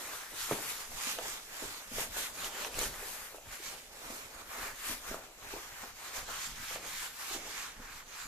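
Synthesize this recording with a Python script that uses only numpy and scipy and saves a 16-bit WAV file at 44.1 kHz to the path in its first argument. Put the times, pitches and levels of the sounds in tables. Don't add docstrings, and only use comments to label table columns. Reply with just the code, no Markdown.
import sys
import numpy as np
from scipy import signal
from scipy.fft import rfft, irfft
from scipy.io import wavfile
from scipy.ndimage import uniform_filter1d

SR = 44100
rng = np.random.default_rng(int(sys.argv[2]) if len(sys.argv) > 2 else 0)


def dump_mix(stems):
    frames = np.atleast_2d(stems).T
    limited = np.clip(frames, -1, 1)
    pcm = np.round(limited * 32767).astype(np.int16)
    wavfile.write(sys.argv[1], SR, pcm)


def voltage_ratio(level):
    return 10 ** (np.asarray(level, float) / 20)


N = 364751
SIZE, HOP = 512, 128
HZ = np.fft.rfftfreq(SIZE, 1 / SR)


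def evened(x):
    return x / np.sqrt(np.mean(abs(x) ** 2) + 1e-20)


def read(points, hz):
    f, value = np.transpose(points)
    return np.interp(np.log(hz + 1), np.log(f + 1), value)


def along(rows, t):
    s, *columns = np.transpose(rows)
    return [np.interp(t, s, c) for c in columns]


def add(mix, s, sound):
    part = mix[max(round(s * SR), 0):][:len(sound)]
    part += sound[:len(part)]


def coloured(x, gain):
    return irfft(rfft(x) * gain(np.fft.rfftfreq(x.shape[-1], 1 / SR)), x.shape[-1])


def power_sum_db(*levels_db):
    return 10 * np.log10(sum(voltage_ratio(2 * level) for level in levels_db))


# f/Hz, likeness/0..1
SAME = [(60, 0.6), (200, 1), (400, 0.91), (700, 0.82), (1300, 0.63), (2400, 0.42), (4400, 0.55),
        (8000, .02)]


def likeness(hz):
    return read(SAME, hz)


def pair(shared, left, right, same):
    same = np.clip(same, 0, 1)
    own = np.sqrt(1 - same ** 2)
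    return same * shared + own * left, same * shared + own * right


def swells(s, top_db, rise_s, fall_s, t, shape=1.34):
    s, top_db, rise_s, fall_s = (np.reshape(v, (-1, 1)) for v in (s, top_db, rise_s, fall_s))
    away = abs(t - s) / np.maximum(np.where(t < s, rise_s, fall_s), 1 / 100)
    drop_db = 12 * away ** shape
    return 10 * np.log10(voltage_ratio(2 * (top_db - drop_db)).sum(0) + 1e-9)


# f/Hz, level/dB
FLOOR = [(50, 7), (150, -15), (400, -8), (1500, -46), (4000, -26), (7000, 1), (14000, -16)]


def floor():
    hz = np.fft.rfftfreq(N, 1 / SR)
    ports = np.array(pair(*rfft(rng.standard_normal((3, N))), likeness(hz)))
    return voltage_ratio(-73.5) * evened(irfft(ports * voltage_ratio(read(FLOOR, hz)), N))


# t/s, air push level/dB
SWINGS = [(0, -66), (.32, -63), (.53, -59), (.9, -57), (1.269, -59), (1.68, -56), (2.0, -45), (2.21, -57),
          (2.4, -51), (2.79, -42.5), (2.88, -50), (3.48, -53.5), (4.1, -54), (4.25, -65), (4.38, -55.5),
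          (4.63, -52), (4.91, -51), (5.13, -55), (5.48, -52), (5.86, -53), (6.2, -55), (6.52, -53),
          (6.62, -56), (6.75, -54), (7.36, -54), (7.46, -60), (7.78, -56), (7.93, -56), (8.27, -55)]


def arm(t):
    s, push_db = np.transpose(SWINGS)
    rise_s, fall_s, still_air_db = 0.075, 0.14, -63.5
    return power_sum_db(swells(s, push_db, rise_s, fall_s, t), still_air_db)


# f/Hz, level/dB
AIR_COLOUR = [(7.1, -31.5), (12, 11), (38, 3.5), (76, -4.5), (139, -7), (173, -12.5), (250, -6.5),
              (320, -22), (550, -120)]


def air():
    lumps = voltage_ratio(3.8 * evened(uniform_filter1d(rng.standard_normal(N), 1500)))
    ports = np.array(pair(*rng.standard_normal((3, N)), 0.97))
    swings = coloured(lumps * ports, lambda hz: voltage_ratio(read(AIR_COLOUR, hz)))
    at = np.arange(0, N, HOP)
    return evened(swings) * np.interp(np.arange(N), at, voltage_ratio(arm(at / SR)))


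# t/s of top speed, hiss level/dB, speed-up/s, slow-
# down/s, pressure on the leather/dB over the hiss
STROKES = [(0, -58, 0.015, 0.046, -3), (0.128, -49, 0.6, 0.26, -0.3), (0.415, -43, 0.1, 0.26, -5),
           (0.519, -46.5, 0.033, 0.037, 4.5), (0.684, -43.5, 0.12, 0.17, -2.6),
           (0.803, -50.5, 0.049, 0.06, -0.5), (1.086, -40, 0.17, 0.091, -4.5),
           (1.279, -44, 0.13, 0.14, -4), (1.529, -57.5, 0.079, 0.034, 1.9),
           (1.643, -47, 0.2, 0.25, -2.9), (2.013, -41, 0.1, 0.069, -4),
           (2.196, -40.5, 0.078, 0.11, -4.5), (2.452, -43, 0.12, 0.061, -3.0),
           (2.647, -43.0, 0.14, 0.053, -2), (2.787, -46, 0.011, 0.032, -2),
           (2.84, -40.5, 0.12, 0.065, -4.5), (3.113, -49.5, 0.42, 0.26, -1),
           (3.356, -58.5, 0.042, 0.053, -8), (3.553, -49.5, 0.096, 0.045, -1.5),
               (3.664, -46.5, 0.085, 0.16, -4.5), (4.143, -50, 0.25, 0.15, -1.3),
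               (4.407, -57, 0.241, 0.025, 1.3), (4.535, -57.5, 0.053, 0.053, 4.5),
               (4.655, -48, 0.21, 0.082, 3), (4.909, -43, 0.15, 0.075, -2.5),
               (5.101, -48, 0.103, 0.12, -0.1), (5.532, -50.5, 0.16, 0.29, -0.0),
               (5.844, -53, 0.2, 0.094, 2.5),
           (6.066, -49.5, 0.13, 0.12, -0.9), (6.167, -43, 0.048, 0.067, -0.5),
               (6.305, -48, 0.033, 0.15, 0), (6.445, -43.5, 0.21, 0.089, -5.5),
               (6.628, -53.5, 0.089, 0.061, 2.5), (6.751, -44.5, 0.208, 0.049, -3),
               (6.873, -49, 0.051, 0.363, -1.8), (7.029, -45, 0.24, 0.077, -3.5),
               (7.227, -48, 0.075, 0.081, -1), (7.348, -41.5, 0.12, 0.038, -6.5),
               (7.46, -57, 0.052, 0.29, 3), (7.631, -46.5, 0.36, 0.097, -3),
               (7.984, -54.5, 0.32, 0.064, 2.3), (8.198, -50.1, 0.13, 0.222, 0.6),
           (5.24, -60, .05, 0.1, 0.9),
    (0.226, -58, .05, .04, 4.3),
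]
# t/s, fibre fizz level/dB over the hiss
FACING = [(0, -4), (.42, -6), (.65, -3.5), (1.1, -6.5), (1.65, -6.5), (2.1, -3), (2.65, -8), (2.85, -3.5),
          (3.15, -1), (3.66, -8), (4.15, -4.5), (4.65, -7.5), (4.9, -2), (5.15, -8), (6.2, -10.5),
          (7.05, -7.5), (7.23, -5.5), (7.4, -11.5)]
# t/s, level/dB
LEAN = [(0, 7), (.12, -4.5), (.45, -6.5), (1.05, -2.5), (1.7, 2.5), (2.2, 2.5), (2.55, 10), (3.4, -1.5),
        (3.95, 7), (4.8, -2.5), (5.4, 6), (5.75, -12), (6.2, 1.5), (6.42, -10), (7.0, -14), (7.46, 4),
        (7.56, -11), (8.27, -12)]


def contact(t):
    s, top_db, rise_s, fall_s, press_db = np.transpose(STROKES)
    rustle_db, sag_db = -65.5, -67
    hiss_db = power_sum_db(swells(s, top_db, rise_s, fall_s, t), rustle_db)
    fizz_db = hiss_db + along(FACING, t)[0]
    scrape_db = swells(s, top_db + press_db, rise_s, fall_s, t, shape=2.04)
    drum_db = swells(s, top_db - 9 + 1.65 * press_db, rise_s, fall_s, t) + along(LEAN, t)[0]
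    bump_s, bump_db, _ = np.transpose(KNUCKLES + PALM)
    boom_rise_s, boom_fall_s = 0.016, 0.051
    boom_db = swells(bump_s, bump_db - 13, boom_rise_s, boom_fall_s, t)
    weight_db = power_sum_db(drum_db, boom_db, sag_db)
    drum_limit_db = -52
    return hiss_db, fizz_db, scrape_db, np.minimum(weight_db, drum_limit_db)


def slips(per_s, spread_db):
    caught = rng.random(N) < per_s / SR
    size = voltage_ratio(spread_db * np.minimum(rng.exponential(1, N), 5)) * caught
    return evened(size * rng.standard_normal((3, N)))


# f/Hz, level/dB
WEAVE = [(1500, -16.5), (2400, -3), (3200, -2.5), (5000, -4), (7000, -3), (8200, -6.5), (10000, -15),
         (12500, -51)]
# f/Hz, level/dB
FIBRES = [(6000, -20), (8000, 7), (9500, 7), (12000, 6.5), (14300, -0.5), (16000, -35)]
# f/Hz, level/dB
LEATHER = [(450, -69), (750, -5.5), (1100, 1), (1700, 1.5), (2400, -2), (3400, -17), (5500, -16)]
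# f/Hz, level/dB
PADDING = [(90, -31), (170, -9.5), (260, -5), (420, 1.5), (650, 3), (900, 0.5), (1500, -32)]
# t/s, delay of the left port/ms
HAND = [(0, -0.047), (.4, -0.035), (.7, -0.063), (.95, 0.12), (1.65, 0.14), (2.15, .11), (2.6, 0.0029),
        (3.35, -0.082), (4.15, 0.22), (4.9, -0.086), (5.6, -0.11), (6.4, -0.011), (7.0, 0.021),
        (7.4, 0.064), (8.27, 0.036)]


def rubbing():
    _, t, z = signal.stft(slips(per_s=30000, spread_db=0.44), SR, nperseg=SIZE, noverlap=SIZE - HOP)
    power = 0
    for shape, db in zip((WEAVE, FIBRES, LEATHER, PADDING), contact(t)):
        power = power + evened(voltage_ratio(read(shape, HZ)))[:, None] ** 2 * voltage_ratio(2 * db)
    patches = uniform_filter1d(rng.standard_normal(power.shape), 8, 0)
    patches = evened(uniform_filter1d(patches, 22, 1))
    flutter = evened(uniform_filter1d(rng.standard_normal(len(t)), 9))
    folds = voltage_ratio(1.5 * patches + 0.69 * flutter + 2.0)
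    left, right = pair(*z, likeness(HZ)[:, None])
    lag_ms = along(HAND, t)[0]
    left = left * np.exp(-2j * np.pi * HZ[:, None] * lag_ms / 1000)
    balance = voltage_ratio((0.3 - 6.5 * lag_ms) / 2)
    field = np.array([left * balance, right / balance]) * np.sqrt(power) * folds
    return signal.istft(field, SR, nperseg=SIZE, noverlap=SIZE - HOP)[1][:, :N]


# t/s, peak level/dB, f/Hz
KNUCKLES = [(.331, -44, 833), (.511, -23, 503), (.526, -36, 483), (.558, -43, 495), (.586, -39, 864),
            (.917, -44, 880), (1.186, -30, 655), (1.191, -36.5, 560), (1.254, -38.5, 820),
            (1.983, -31.5, 530), (1.996, -32.5, 880), (2.168, -37, 666), (2.524, -49, 660),
            (2.648, -33, 865), (2.785, -36.5, 500), (2.814, -33.5, 490), (3.345, -41, 550),
            (3.383, -46.5, 552.4), (3.457, -47.5, 794), (3.738, -43, 606), (4.629, -37, 810),
            (5.143, -31, 590), (5.8355, -42.5, 800), (6.289, -37.5, 675), (6.711, -41, 659),
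            (6.759, -38, 584), (6.842, -41.5, 735)]
# t/s, peak level/dB, f/Hz
PALM = [(.517, -41, 140), (.52, -25, 360), (.531, -35, 257), (1.071, -46, 243), (1.623, -43, 297),
        (1.637, -43.5, 387), (1.917, -45.5, 245), (2.829, -37, 390), (3.027, -43.5, 448), (3.6, -51, 367),
        (4.102, -44, 252), (4.124, -51, 342), (4.896, -42, 262), (4.909, -48, 300), (5.113, -37, 305),
        (5.118, -45, 387), (5.537, -38, 405), (5.564, -45, 365), (5.835, -51, 233), (7.311, -46, 363),
        (7.348, -42.5, 380), (7.361, -42, 308), (7.799, -49, 246)]


def bump_rows():
    hardest_db = max(db for _, db, _ in PALM)
    palm = [(s, db, hz, 0.99 + 0.09 * (hardest_db - db)) for s, db, hz in PALM]
    knuckles = [(*row, 1.93) for row in KNUCKLES]
    return knuckles + palm


def knocks(rows):
    out = np.zeros(N)
    signs = rng.choice([-1., 1.], (len(rows), 1))
    for (s, db, hz, cycles), sign in zip(rows, signs):
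        u = np.arange(-1.5 * cycles / hz, 1.5 * cycles / hz, 1 / SR) * hz
        bell = np.exp(-(np.where(u < 0, 3., 1.8) * u / cycles) ** 2)
        snap = 0.73 * np.cos(2 * np.pi * 2.16 * u) * bell
        wave = np.cos(2 * np.pi * u) + snap
        wave = (wave - wave @ bell / bell.sum()) * bell
        add(out, s - 1.445 * cycles / hz + 0.00146, sign * voltage_ratio(db) * wave)
    return out


# f/Hz, level/dB, t60/s
FRAME = [(149, -2, 0.12), (262, -6, 0.28), (416, 5, 0.046), (513.5, 1, 0.11), (700, 1, 0.077),
         (950, 3, 0.12), (1280, -37, 0.025)]


def frame(blows):
    t = np.arange(SR // 4) / SR
    ring = sum(voltage_ratio(db - 60 * t / t60) * np.sin(2 * np.pi * hz * t) for hz, db, t60 in FRAME)
    return signal.oaconvolve(blows, ring / np.linalg.norm(ring))[:N]


# f/Hz, t60/s
ROOM = [(200, 0.56), (1000, 0.55), (4000, 0.076), (12000, 0.13)]


def room(x):
    taps = np.zeros((2, SR // 2))
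    at = np.arange(300, SR // 2 - 20, 20)
    at_random = at + rng.integers(0, 20, (2, len(at)))
    np.put_along_axis(taps, at_random, rng.choice([-1., 1.], (2, len(at))), 1)
    hz, t, z = signal.stft(taps, SR, nperseg=256)
    z = np.array(pair(z[0], z[0], z[1], likeness(hz)[:, None]))
    decay = voltage_ratio(-60 * t / read(ROOM, hz)[:, None])
    tail = signal.istft(z * decay, SR, nperseg=256)[1]
    return signal.fftconvolve(x[None], tail / np.linalg.norm(tail[0]), axes=1)[:, :N]


# t/s, peak level/dB, f/Hz, length/cycles
FLICKS = [
    (0.5207, -34, 1630, 2.8),
    (0.9207, -45, 2240, 4.3),
    (1.186, -36, 1700, 3),
    (1.9854, -41, 2060, 5.0),
    (2.444, -32, 2980, 8.1),
    (2.6467, -32, 2680, 6.2),
    (2.7422, -37, 2680, 4.6),
    (2.838, -33, 3080, 6),
    (5.835, -46, 2450, 5.0),
    (1.1862, -34, 2900, 5),
]


def edge_flicks():
    return knocks(FLICKS)


# t/s, peak level/dB, f/Hz, length/cycles
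WHIP = [
    (2.79, -23, 7040, 8.),
    (2.7898, -29, 9800, 5.),
    (2.7898, -32, 12000, 4.),
]


def hem_whip():
    return knocks(WHIP)


def scene():
    quiet, push, rub = floor(), air(), rubbing()
    bumps = knocks(bump_rows())
    hits = bumps + voltage_ratio(-19) * frame(bumps) + edge_flicks() + hem_whip()
    echo = room(voltage_ratio(-14.5) * hits + voltage_ratio(-17) * rub.mean(0))
    return rub + hits + echo + push + quiet


def low_pass(x):
    return signal.sosfilt(signal.butter(12, 15520, fs=SR, output="sos"), x)


# f/Hz, left minus right level/dB
PORTS = [(60, -1), (500, -2), (800, .6), (1800, -1), (4000, -1.5), (5500, -3.5), (7000, -8.5), (8500, 0),
         (10000, 7.5), (12000, 11.5), (14300, 18.5)]


def record(dry):
    tilt = np.array([[.5], [-.5]])
    edge_hz = 14310
    ported = coloured(dry, lambda hz: voltage_ratio(tilt * read(PORTS, hz)) * (hz < edge_hz))
    return low_pass(ported)


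dry = scene()
out = record(dry)
dump_mix(out)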